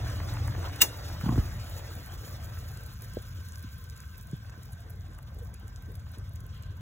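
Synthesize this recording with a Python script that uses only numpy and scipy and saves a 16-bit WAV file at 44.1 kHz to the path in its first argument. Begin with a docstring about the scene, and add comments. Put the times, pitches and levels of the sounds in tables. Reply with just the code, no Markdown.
"""A stew bubbles, sizzles and crackles in a metal pot over a rumbling burner, close to two microphones.
At 0.8 s a utensil clinks on the pot, and at 1.3 s steam gushes through the sauce with soft thumps.
The bursting bubbles then thin out as the boil eases. From 4.6 s one vent in the sauce blurps and
gurgles at a nearly even pace, and at 6.5 s a small jet of steam escapes."""
import sys
import numpy as np
from scipy import signal
from scipy.fft import rfft, irfft, next_fast_len
from scipy.io import wavfile

SR = 44100
rng = np.random.default_rng(int(sys.argv[2]) if len(sys.argv) > 2 else 0)


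def log_audio(samples):
    """Write samples as a 16-bit WAV file to the path given in sys.argv[1]."""
    # one column per channel
    frames = np.atleast_2d(samples).T
    # limit to full scale, then quantise
    limited = np.clip(frames, -1, 1)
    pcm = np.round(limited * 32767).astype(np.int16)
    wavfile.write(sys.argv[1], SR, pcm)


N = 300302
TIME = np.arange(N) / SR


# How hard the sauce bubbles, stalling and picking up again: time_s, level_db
SAUCE_LEVEL = [(0, -46.5), (1.35, -49.5), (2.1, -53), (2.8, -56.5), (3.2, -63), (3.7, -71.5), (4.25, -66.5),
               (4.6, -63.5), (5.0, -61), (5.4, -62.5), (6.1, -63), (6.81, -67.5)]
# Its tone, from low to high: frequency_hz, level_db
SAUCE_TONE = [(120, -11), (250, -2.5), (320, 3.5), (400, 0.5), (520, 3), (680, 3.5), (850, -1),
              (1300, -3.5), (2000, -5.5), (3000, -27), (5000, -60), (9000, -48)]
def bubbling():
    """Thick sauce cuts each bubble's ring short; a soft wash seethes underneath."""
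    bubbles = swarm(np.linspace(280, 2800, 20), per_s=1300, spread_db=2, cycles=1.3, scatter_s=0.00019)
    sauce = coloured(bubbles, SAUCE_TONE) + amp(-2) * coloured(pair_noise(apart_db=6), SAUCE_TONE)
    sauce = patchy(sauce, depth_db=3, width_hz=180, length_s=0.078)
    return amp(2.5) * follow(SAUCE_LEVEL) * level_changes() * sauce


# The sound's level briefly swells, or drops out for a moment: middle_s, half_length_s, change_db
LEVEL_CHANGES = [(0.656, 0.025, 2.5), (1.292, 0.037, 2), (1.392, 0.023, 5), (2.964, 0.031, -17),
                 (4.228, 0.019, -15), (4.4, 0.025, -12), (4.542, 0.027, 4), (5.43, 0.05, 2.5)]
def level_changes():
    """These brief changes as one volume curve."""
    return amp(sum(db * hump(middle, half, power=4) for middle, half, db in LEVEL_CHANGES))


# Strength of the boil, easing as the pot cools: time_s, level_db
BOIL_LEVEL = [(0.0, -53), (1.42, -56), (2.43, -59.5), (5.31, -67.5), (6.54, -66.5), (6.81, -68)]
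# Tone of the sizzle: frequency_hz, level_db
SIZZLE_TONE = [(700, -40), (1300, 10.5), (2000, 3), (3000, 5.5), (4000, 6), (5500, 5), (7500, 0),
               (9000, -3), (10800, -4.5), (13000, -4.5), (15500, -2.5), (17000, -1.5)]
def sizzle(full_boil_db=-55.5):
    """Countless tiny bubbles merge into a hiss, with short wet crackles in it."""
    boil = follow(BOIL_LEVEL) / amp(full_boil_db)
    crackles = swarm(np.linspace(1500, 5000, 10), per_s=500, spread_db=4, cycles=1.04, scatter_s=3e-5)
    hiss = coloured(pair_noise(apart_db=-42.5), SIZZLE_TONE)
    sound = patchy(unit(hiss + amp(-15) * unit(crackles)), depth_db=2.4, width_hz=500, length_s=0.07)
    return amp(-48.5 + 1.9 * wander(rate_hz=30)) * boil ** 1.12 * level_changes() ** 0.24 * sound


# Crackle of the finest bubbles, strongest at a medium boil: time_s, level_db
FIZZ_LEVEL = [(0, -64.5), (1.2, -56.5), (2.8, -58), (3.9, -66.5), (5.1, -73.5), (6.81, -80)]
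# Its tone: frequency_hz, level_db
FIZZ_TONE = [(1500, -19.5), (3500, 2), (5500, 3), (7500, 4.5), (9000, -17), (10800, 8), (13000, 3),
             (15500, 9), (17000, -12.5)]
def fizz():
    """Tiny bubbles crackle in clumps: an even fizz when strong, a few uneven ticks when weak."""
    level = follow(FIZZ_LEVEL)
    strength = level / level.mean()
    clumps = amp(3.3 * wander(rate_hz=21))
    clicks = swarm(np.linspace(4500, 16000, 20), per_s=1200 * strength * clumps,
                   spread_db=3.1 - 0.6 * np.log(strength), cycles=1, scatter_s=1e-5)
    return amp(5) * level.mean() * coloured(clicks * np.sqrt(clumps * strength), FIZZ_TONE)


# Wet pops that stand out of the sauce: start_s, level_db, pitch_hz
POPS = [(0.095, -37, 1270), (0.202, -30, 1310), (0.369, -32, 1600), (0.48, -33, 1440), (0.5495, -33, 1280),
        (0.629, -32, 1360), (1.1, -34.5, 1200), (1.211, -31.5, 1440), (1.258, -32, 993), (1.29, -26, 902),
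        (1.323, -28, 950), (1.356, -37, 1240), (1.377, -28, 945), (1.794, -39, 1260), (2.572, -39, 1540),
        (4.036, -45.5, 1630), (4.447, -48.5, 1540), (4.4945, -42, 1580), (4.539, -44, 1310),
        (5.168, -55, 1050), (5.188, -43, 1050), (5.279, -53, 1040), (6.067, -46, 1320)]
def pops(snap_s=0.0015, mist_s=0.0051):
    """A bubble's skin tears with a snap, followed by a fainter mist of droplets."""
    out, t = np.zeros((2, N)), np.arange(400) / SR
    fade = amp(-4) * np.exp(-t / snap_s) + amp(-17) * np.exp(-t / mist_s)
    for start, db, hz in POPS:
        spray = rng.standard_normal(len(t)) * fade
        spray[0] = 1
        pop = signal.fftconvolve(bubble(hz, cycles=0.57), spray[None], axes=1)
        add(out, start, amp(db + 1.5) * pop / abs(pop).max())
    return out


# The sharpest snaps of tiny bubbles: start_s, level_db, pitch_hz
SPITS = [(0.101, -38.5, 8050), (0.276, -39.5, 8400), (0.3388, -35.5, 8800), (0.4767, -34.5, 9840),
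         (0.6287, -46, 5700), (0.761, -37.0, 8400), (1.21, -40, 10800), (1.3045, -50, 6700),
         (1.3856, -41, 13600), (1.4584, -42, 12700), (1.599, -44, 8100), (1.6984, -37, 12100),
         (1.9538, -37, 10500), (2.0612, -37.5, 12200), (2.3328, -41, 13100), (2.588, -47, 9600),
         (2.6371, -47, 11200), (2.7738, -37, 7250), (2.8363, -39, 13000), (2.8635, -38.0, 13800),
         (3.0216, -34, 12000), (3.0467, -40, 9400), (3.1367, -40, 7900), (3.1483, -41, 13800),
         (3.224, -41.0, 12600), (3.452, -46, 8950), (3.487, -40, 9300), (3.5217, -38.5, 6640),
         (3.5525, -48, 11800), (3.5579, -37.5, 6540), (3.5631, -50, 12700), (3.5836, -41, 12700),
         (3.5945, -45, 8200), (3.6266, -41.5, 12600), (3.782, -47, 13000), (3.7857, -44, 13200),
         (3.8009, -50, 12800), (3.8419, -42.5, 11700), (3.899, -38.5, 6960), (3.9659, -45, 11000),
         (4.004, -37, 7200), (4.181, -37.5, 12200), (4.2112, -45, 6200), (4.2265, -43, 12500),
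         (4.2716, -44.5, 11800), (4.3136, -43, 7700), (4.3671, -46, 14700), (4.498, -44.5, 5840),
         (4.6338, -41, 10900), (4.6559, -43, 13200), (4.7242, -43, 9800), (4.7324, -39.5, 7500),
         (4.805, -47, 10100), (4.9045, -39.5, 12700), (5.1494, -51, 8700), (5.1874, -43.5, 11200),
         (5.2296, -50, 12700), (5.3879, -42.5, 9200), (5.4345, -46.5, 12200), (5.4494, -47, 13100),
         (5.4651, -54, 12900), (5.542, -38, 8800), (5.5987, -48, 14300), (5.6809, -41.5, 9600),
         (5.761, -40, 6100), (5.824, -44.5, 14400), (5.9193, -46, 14200), (5.9545, -39, 10600),
         (6, -52, 7220), (6.1185, -45.0, 13200), (6.1849, -41.0, 8800), (6.294, -48, 11900),
         (6.336, -45, 14600), (6.36, -43, 9100), (6.4055, -43, 10300), (6.4662, -43.5, 12200),
         (6.5777, -51, 14300), (6.6251, -44, 11200), (6.635, -45, 5500)]
def spits(snap_s=0.00015, mist_s=0.003, blur_per_s=350, blur_s=0.012, echo_s=0.0022, scatter_s=1.2e-5):
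    """A sharp tick with a faint crackly blur around it; mist follows, and the pot wall echoes it."""
    out, t, f = np.zeros((2, N)), np.arange(-512, 1536) / SR, np.fft.rfftfreq(2048, 1 / SR)
    fade = np.exp(-abs(t) / snap_s) + amp(-22) * np.exp(-abs(t) / mist_s)
    for start, db, hz in SPITS:
        spray, chance = rng.standard_normal(len(t)), rng.random(len(t))
        side, wall = rng.uniform(-1, 1, 2)
        snap = 2 * (t == 0) + (t > 0) * spray * fade
        blur = (chance < blur_per_s / SR) * spray * amp(-9) * np.exp(-abs(t) / blur_s)
        band = (f < TOP_HZ) / (1 + (2 * np.log((f + 1) / hz)) ** 2)
        # Give every snap the same energy before its own level is set.
        scale = np.sqrt(SR / 2000) / np.linalg.norm(irfft(rfft(snap) * band))
        echo = amp(-12) * np.exp(-2j * np.pi * f * echo_s * (1 + wall / 2))
        right_delay = np.exp(-2j * np.pi * f * np.array([[0], [side * scatter_s]]))
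        tick = irfft(rfft(snap + 2 * blur) * band * (1 + echo) * right_delay)
        add(out, start + t[0], amp(db + 0.8) * scale * tick)
    return out


# Large bubbles letting out steam: time_s, level_db, pitch_hz
PUFFS = [(1.244, -18, 137), (1.2685, -20.5, 169), (1.295, -18.5, 250), (1.303, -18.5, 119),
         (1.313, -21, 170), (1.3295, -17, 213), (1.383, -15.5, 260), (1.3873, -14, 114),
         (1.398, -13.5, 67.5), (1.967, -34, 188), (3.148, -33, 140), (3.1724, -20.5, 447),
         (3.1735, -28, 211), (3.177, -26, 100), (3.389, -42.5, 296), (3.648, -33.5, 218),
         (4.3336, -32.5, 290), (4.3395, -22, 131)]
def puffs(events=PUFFS, length_cycles=0.71, sag_cycles=3, right_lead_s=0.00015, swirl_s=0.012):
    """Each puff is a short push of air whose pitch sags, with a brief noisy swirl behind it."""
    out, t = np.zeros((2, N)), np.arange(SR // 10) / SR
    for when, db, hz in events:
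        turns = np.arange(-2, 2, hz / SR) + np.array([[0], [right_lead_s * hz]])
        sagging = sag_cycles * (1 - np.exp(-turns / sag_cycles))
        push = -np.exp(-(turns / length_cycles) ** 2) * np.sin(2 * np.pi * sagging)
        add(out, when - 2 / hz, amp(db) * push)
        noise = pair_noise(apart_db=-4, size=len(t))
        swirl = unit(filtered(noise, lambda f: (f / hz) / (1 + (f / hz) ** 4)))
        add(out, when, amp(db - 18) * swirl * np.exp(-t / swirl_s))
    return out


# Blurps from one vent in the sauce: time_s, level_db, pitch_hz
BLURPS = [(4.579, -44, 277), (4.862, -42, 355), (5.105, -48, 330), (5.368, -42, 387), (5.635, -44, 260),
          (5.887, -39, 258), (6.177, -39, 302), (6.439, -43, 230), (6.714, -43.5, 241)]
def blurps():
    """The vent lets out one small puff after another."""
    return puffs(BLURPS)


# Tone of the gurgle around each blurp: frequency_hz, level_db
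GURGLE_TONE = [(130, -3), (220, -7), (420, 11), (650, -4), (1000, -5), (1800, -19)]
# Pockets of steam under the food: middle_s, half_length_s, level_db, pitch_hz, width_hz
STEAM_POCKETS = [(0.551, 0.0037, -38, 900, 1000), (0.656, 0.03, -39.5, 1140, 880),
                 (0.657, 0.014, -45, 3050, 1500), (1.298, 0.057, -42.5, 990, 260),
                 (5.183, 0.025, -58, 1140, 500), (5.284, 0.03, -60, 1130, 400),
                 (5.429, 0.021, -51.5, 477, 110), (5.51, 0.06, -64, 750, 500)]
def gurgle(late_s=0.012):
    """Each blurp stirs up smaller bubbles and spray; pockets of steam sputter on their own."""
    stirred = sum(amp(db) * hump(when + late_s, half_s=0.024) for when, db, _ in BLURPS)
    bubbles = swarm(np.geomspace(200, 1100, 10), per_s=1200, spread_db=0, cycles=1, scatter_s=0.00016)
    spray = pair_noise(apart_db=3) * amp(14 - 2.5 * wander(rate_hz=85))
    froth = unit(bubbles) + spray
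    out = amp(-15) * stirred * coloured(froth, GURGLE_TONE)
    for middle, half, db, hz, width in STEAM_POCKETS:
        sputter = unit(filtered(froth, lambda f: 1 / (1 + (2 * (f - hz) / width) ** 4)))
        out += amp(db) * hump(middle, half) * sputter
    return out


# The deep throb of the gush: frequency_hz, level_db
GUSH_TONE = [(30, -12), (60, -0.5), (130, -7.5), (200, -6.5), (300, -10), (480, -8.5), (1000, -42),
             (2500, -60)]
def gush():
    """Steam heaves through the sauce in a quick run of large, soft bubbles."""
    bubbles = swarm(np.geomspace(70, 320, 5), per_s=270, spread_db=2, cycles=0.99, scatter_s=0.00015)
    return amp(-25.5) * hump(middle_s=1.32, half_s=0.068, power=4) * coloured(bubbles, GUSH_TONE)


# A faint metallic rise leads into the clink: start_s, level_db, brightness_hz, rise_s
CLINK_PARTS = [(0.805, -12, 5000, 0.0017), (.8115, -5.5, 7500, 0.00072), (0.8162, 1, 14000, 0.00014),
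               (0.8184, -1.5, 20000, 0.00027), (0.8222, -13, 30000, 0.00021)]
# Notes the metal rings with (a fade is a fall of 60 dB): pitch_hz, level_db, fade_s
METAL_NOTES = [(2090, -11, 0.063), (2300, -20.5, 0.07), (2734, -5.5, 0.026), (2805, 2.5, 0.03),
               (2790, -25, 0.28), (3460, -22, 0.19), (3707, -4, 0.06), (4470, -16, 0.06),
               (5460, -13.5, 0.13), (5940, -15.5, 0.088), (6060, -14.5, 0.11), (6400, -16.5, 0.12),
               (6975, -15, 0.13), (7740, 2, 0.059), (8440, -12.5, 0.055), (8796, -19.5, 0.063),
               (10150, -17.5, 0.06), (11740, -9.5, 0.045), (14440, 1.5, 0.06), (14700, -9, 0.046),
               (15400, 6, 0.055)]
# The noisy clash under those notes: frequency_hz, level_db
CLASH_TONE = [(300, -30), (1000, -11.5), (2000, 1), (3300, -13), (4200, 5), (6500, 5), (8000, 5.5),
              (10000, 6), (12500, 5.5), (15700, -4), (17500, -29)]
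# The dull knock of the full pot: frequency_hz, level_db
KNOCK_TONE = [(100, -30.5), (330, 4.5), (700, 3.5), (1100, -1), (1900, -6), (3200, -22), (8000, -48)]
def clink(clash_fade_s=0.036, echo_fade_s=0.2, knock_rise_s=0.0058, knock_fade_s=0.12, detune=0.012):
    """A utensil strikes the pot: the metal rings, with a clash that echoes inside and a dull knock."""
    out, t = np.zeros((2, N)), np.arange(SR // 4) / SR
    clash_shape = amp(-60 * t / clash_fade_s) + amp(-19 - 60 * t / echo_fade_s)
    knock_shape = (1 - np.exp(-t / knock_rise_s)) * amp(-60 * t / knock_fade_s)
    for start, db, bright_hz, rise_s in CLINK_PARTS:
        ring = np.zeros(len(t))
        for hz, note_db, fade_s in METAL_NOTES:
            pitch = hz * (1 + detune * rng.uniform(-1, 1))
            ring += amp(note_db - 60 * t / fade_s) * np.sin(2 * np.pi * (pitch * t + rng.random()))
        clash = clash_shape * coloured(pair_noise(apart_db=-15, size=len(t)), CLASH_TONE)
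        metal = amp([[-14.06], [-14.94]]) * ring + amp(-10) * clash
        metal = filtered(metal, lambda f: 1 / np.sqrt(1 + (f / bright_hz) ** 4))
        knock = knock_shape * coloured(pair_noise(apart_db=2, size=len(t)), KNOCK_TONE)
        add(out, start, amp(db) * (metal * (1 - np.exp(-t / rise_s)) + amp(-27) * knock))
    return out


# Steam building up in the pot: time_s, level_db
STEAM_LEVEL = [(0, -94), (2.0, -57), (3.3, -55.5), (4.4, -57.5), (5.0, -62.5), (6.1, -60), (6.8, -57.5)]
# Notes of the air in the pot: pitch_hz, width_hz, level_db
POT_NOTES = [(469, 220, -4), (1040, 110, 0), (1194, 110, -9.5), (1549, 100, 7), (2130, 720, -15.5),
             (3450, 600, -15.5)]
def pot_steam():
    """Steam stirs the air above the sauce into a hollow, breathy sound."""
    hollow = patchy(ringing_air(POT_NOTES), depth_db=1.5, width_hz=480, length_s=0.09)
    return follow(STEAM_LEVEL) * level_changes() ** 0.13 * hollow


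# Notes of the steam jet: pitch_hz, width_hz, level_db
JET_NOTES = [(2830, 280, 0), (3210, 270, 0), (4030, 650, -3)]
def steam_jet(start_s=6.51, rise_s=0.027, hold_s=0.14, fall_s=0.14):
    """A small jet of steam sputters out from under the food."""
    opening = np.interp(TIME, np.cumsum([start_s, rise_s, hold_s, fall_s]), [0, 1, 1, 0])
    return opening * amp(-64 + 2.6 * wander(rate_hz=90)) * ringing_air(JET_NOTES)


# Strength of the burner's rumble: time_s, level_db
RUMBLE_LEVEL = [(0.0, -36.5), (0.49, -35), (0.78, -41.5), (1.01, -41), (1.35, -34.5), (1.93, -44.5),
                (2.45, -40.5), (3.79, -45), (6.81, -42)]
# Its tone: frequency_hz, level_db
RUMBLE_TONE = [(20, -50.5), (32, -25), (45, 1.5), (60, -2), (85, 4.5), (115, -0.5), (150, -10.5),
               (200, -15.5), (280, -27), (450, -46.5), (1000, -65)]
# Hums of the strong flame: start_s, end_s, pitch_hz, level_db
FLAME_HUMS = [(-0.067, 0.57, 113, -35.5), (0.3, 0.78, 89, -36.5), (-0.057, 0.96, 291, -54)]
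def burner(edge_s=0.06, waver=0.013):
    """The flame rumbles throughout and hums a few wavering notes in the first second."""
    sound = amp(4) * follow(RUMBLE_LEVEL) * coloured(pair_noise(apart_db=-17), RUMBLE_TONE)
    for start, end, hz, db in FLAME_HUMS:
        held = (np.tanh((TIME - start) / edge_s) - np.tanh((TIME - end) / edge_s)) / 2
        turns = np.cumsum(hz * (1 + waver * wander(rate_hz=18))) / SR
        sound += amp(db) * held * unit(np.sin(2 * np.pi * turns))
    return sound * amp([[0.5], [-0.5]])  # a little louder on the left


# How long the kitchen's echo takes to fall by 60 dB: frequency_hz, fade_s
ECHO_FADES = [(200, 0.28), (2000, 0.11), (8000, 0.013), (16000, 0.11)]
def kitchen(x):
    """Scattered echoes come back from the room; the low ones last longest."""
    echoes = rng.standard_normal((2, SR // 2)) * (rng.random((2, SR // 2)) < 0.15)
    echoes[:, :150] = 0  # a gap before the first echo
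    hz, t, bands = signal.stft(echoes, SR, nperseg=256)
    tail = signal.istft(bands * amp(-60 * t / read(ECHO_FADES, hz)[:, None]), SR, nperseg=256)[1]
    return signal.oaconvolve(x, tail / np.linalg.norm(tail[0]), axes=1)[:, :N]


def bubble(hz, cycles, lag_s=0):
    """A bursting bubble rings briefly, rising in pitch; the right side hears it lag_s later."""
    turns = np.maximum(np.arange(-16, 1500) / SR - np.array([[0], [lag_s]]), 0) * hz
    age = turns / cycles
    rising = turns * (1 + 0.03 * np.tanh(age / 2))
    ring = np.exp(-age) * (1 - np.exp(-6 * age)) * np.sin(2 * np.pi * rising)
    return ring / abs(ring).max()


def swarm(pitches, per_s, spread_db, cycles, scatter_s):
    """Bubbles of many sizes burst at random, each pitch from its own spot in the pot."""
    out = np.zeros((2, N))
    for hz in pitches:
        hit = rng.random(N) < per_s / len(pitches) / SR
        size = np.minimum(rng.standard_exponential(N), 4.5)
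        kicks = np.zeros(N)
        kicks[hit] = amp((spread_db * size)[hit]) * np.sign(np.sin(np.flatnonzero(hit)))  # up or down
        ring = unit(bubble(hz, cycles, lag_s=scatter_s * rng.standard_normal()))
        out += signal.oaconvolve(kicks[None], ring, axes=1)[:, :N]
    return out


def patchy(x, depth_db, width_hz, length_s):
    """Spots on the surface come and go, so patches of low and high sound swell and fade."""
    hz, t, bands = signal.stft(x, SR, nperseg=2048, noverlap=1536)
    blur_hz = np.exp(-(np.fft.fftfreq(len(hz), hz[1]) * width_hz) ** 2)
    blur_s = np.exp(-(np.fft.fftfreq(len(t), t[1]) * length_s) ** 2)
    speckle = np.fft.fft2(rng.standard_normal(bands.shape[1:]))
    patches = unit(np.fft.ifft2(speckle * np.outer(blur_hz, blur_s)).real)
    return unit(signal.istft(bands * amp(depth_db * patches), SR, nperseg=2048, noverlap=1536)[1][:, :N])


def ringing_air(notes):
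    """Rushing air, loudest around the given notes."""
    def response(f):
        return sum(amp(db) / (1 + (2 * (f - hz) / width) ** 2) for hz, width, db in notes)
    return unit(filtered(pair_noise(apart_db=20), response))


def pair_noise(apart_db, size=N):
    """Noise shared by left and right, plus some of their own at apart_db."""
    return unit(rng.standard_normal(size) + amp(apart_db) * rng.standard_normal((2, size)))


def wander(rate_hz):
    """A smooth random wobble."""
    return unit(filtered(rng.standard_normal(N), lambda hz: 1 / (1 + (hz / rate_hz) ** 4)))


def hump(middle_s, half_s, power=2):
    """One rise and fall; a higher power flattens its top."""
    return np.exp(-((TIME - middle_s) / half_s) ** power)


def amp(db):
    """Turns decibels into a multiplier."""
    return 10 ** (np.asarray(db) / 20)


def unit(x):
    """Scales to an average strength (rms) of 1."""
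    return x / np.sqrt(np.mean(x ** 2) + 1e-20)


def follow(curve):
    """Turns a level curve into a multiplier for every sample."""
    return amp(np.interp(TIME, *np.transpose(curve)))


def read(points, hz):
    """Looks up a table by frequency, with octaves evenly spaced."""
    f, value = np.transpose(points)
    return np.interp(np.log(hz + 1), np.log(f + 1), value)


def filtered(x, response):
    """Multiplies each frequency by response(frequency)."""
    size = next_fast_len(x.shape[-1] + 2048)
    return irfft(rfft(x, size) * response(np.fft.rfftfreq(size, 1 / SR)), size)[..., :x.shape[-1]]


def coloured(x, tone):
    """Shapes a sound with a tone table, at strength 1."""
    return unit(filtered(x, lambda hz: amp(read(tone, hz))))


def add(mix, start_s, sound):
    """Mixes a stereo sound in at start_s."""
    part = mix[:, max(round(start_s * SR), 0):][:, :sound.shape[1]]
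    part += sound[:, :part.shape[1]]


# How far the right microphone's wave trails the left one's: frequency_hz, lag_radians
RIGHT_LAG = [(0, 0), (650, -.5), (1300, 0), (2500, 1.3), (3600, 1.7), (4700, 3.14), (6900, 6.28),
             (9050, 9.42), (11150, 12.57), (13200, 15.7), (15200, 18.85), (16500, 19.5)]
def scene():
    """The pot and the kitchen around it, heard from left and right."""
    popping = pops()
    stew = bubbling() + sizzle() + fizz() + popping + spits()
    utensil = clink()
    mix = stew + utensil + burner() + pot_steam() + steam_jet() + puffs() + blurps() + gush() + gurgle()
    left, right = mix + amp(-17) * kitchen(stew) + amp(-15) * kitchen(utensil)
    right = filtered(right, lambda hz: np.exp(-1j * np.interp(hz, *np.transpose(RIGHT_LAG))))
    return np.array([left * amp(-2.53), right * amp(-2.26)])


# How the microphones colour high sounds: frequency_hz, change_db
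MIC_TONE = [(2000, 0.5), (4000, 1), (7000, -1), (8600, -0.5), (9500, 0), (10200, 2.5), (10900, -5),
            (12000, 0), (13800, 1), (15500, 1)]
TOP_HZ = 15850
def record(dry):
    """The microphones colour the sound, and everything above TOP_HZ is cut."""
    heard = filtered(dry, lambda hz: amp(read(MIC_TONE, hz)))
    high_cut = signal.firwin(511, TOP_HZ, window=("kaiser", 9), fs=SR)
    return signal.oaconvolve(heard, high_cut[None], "same")


dry = scene()
out = record(dry)
log_audio(out)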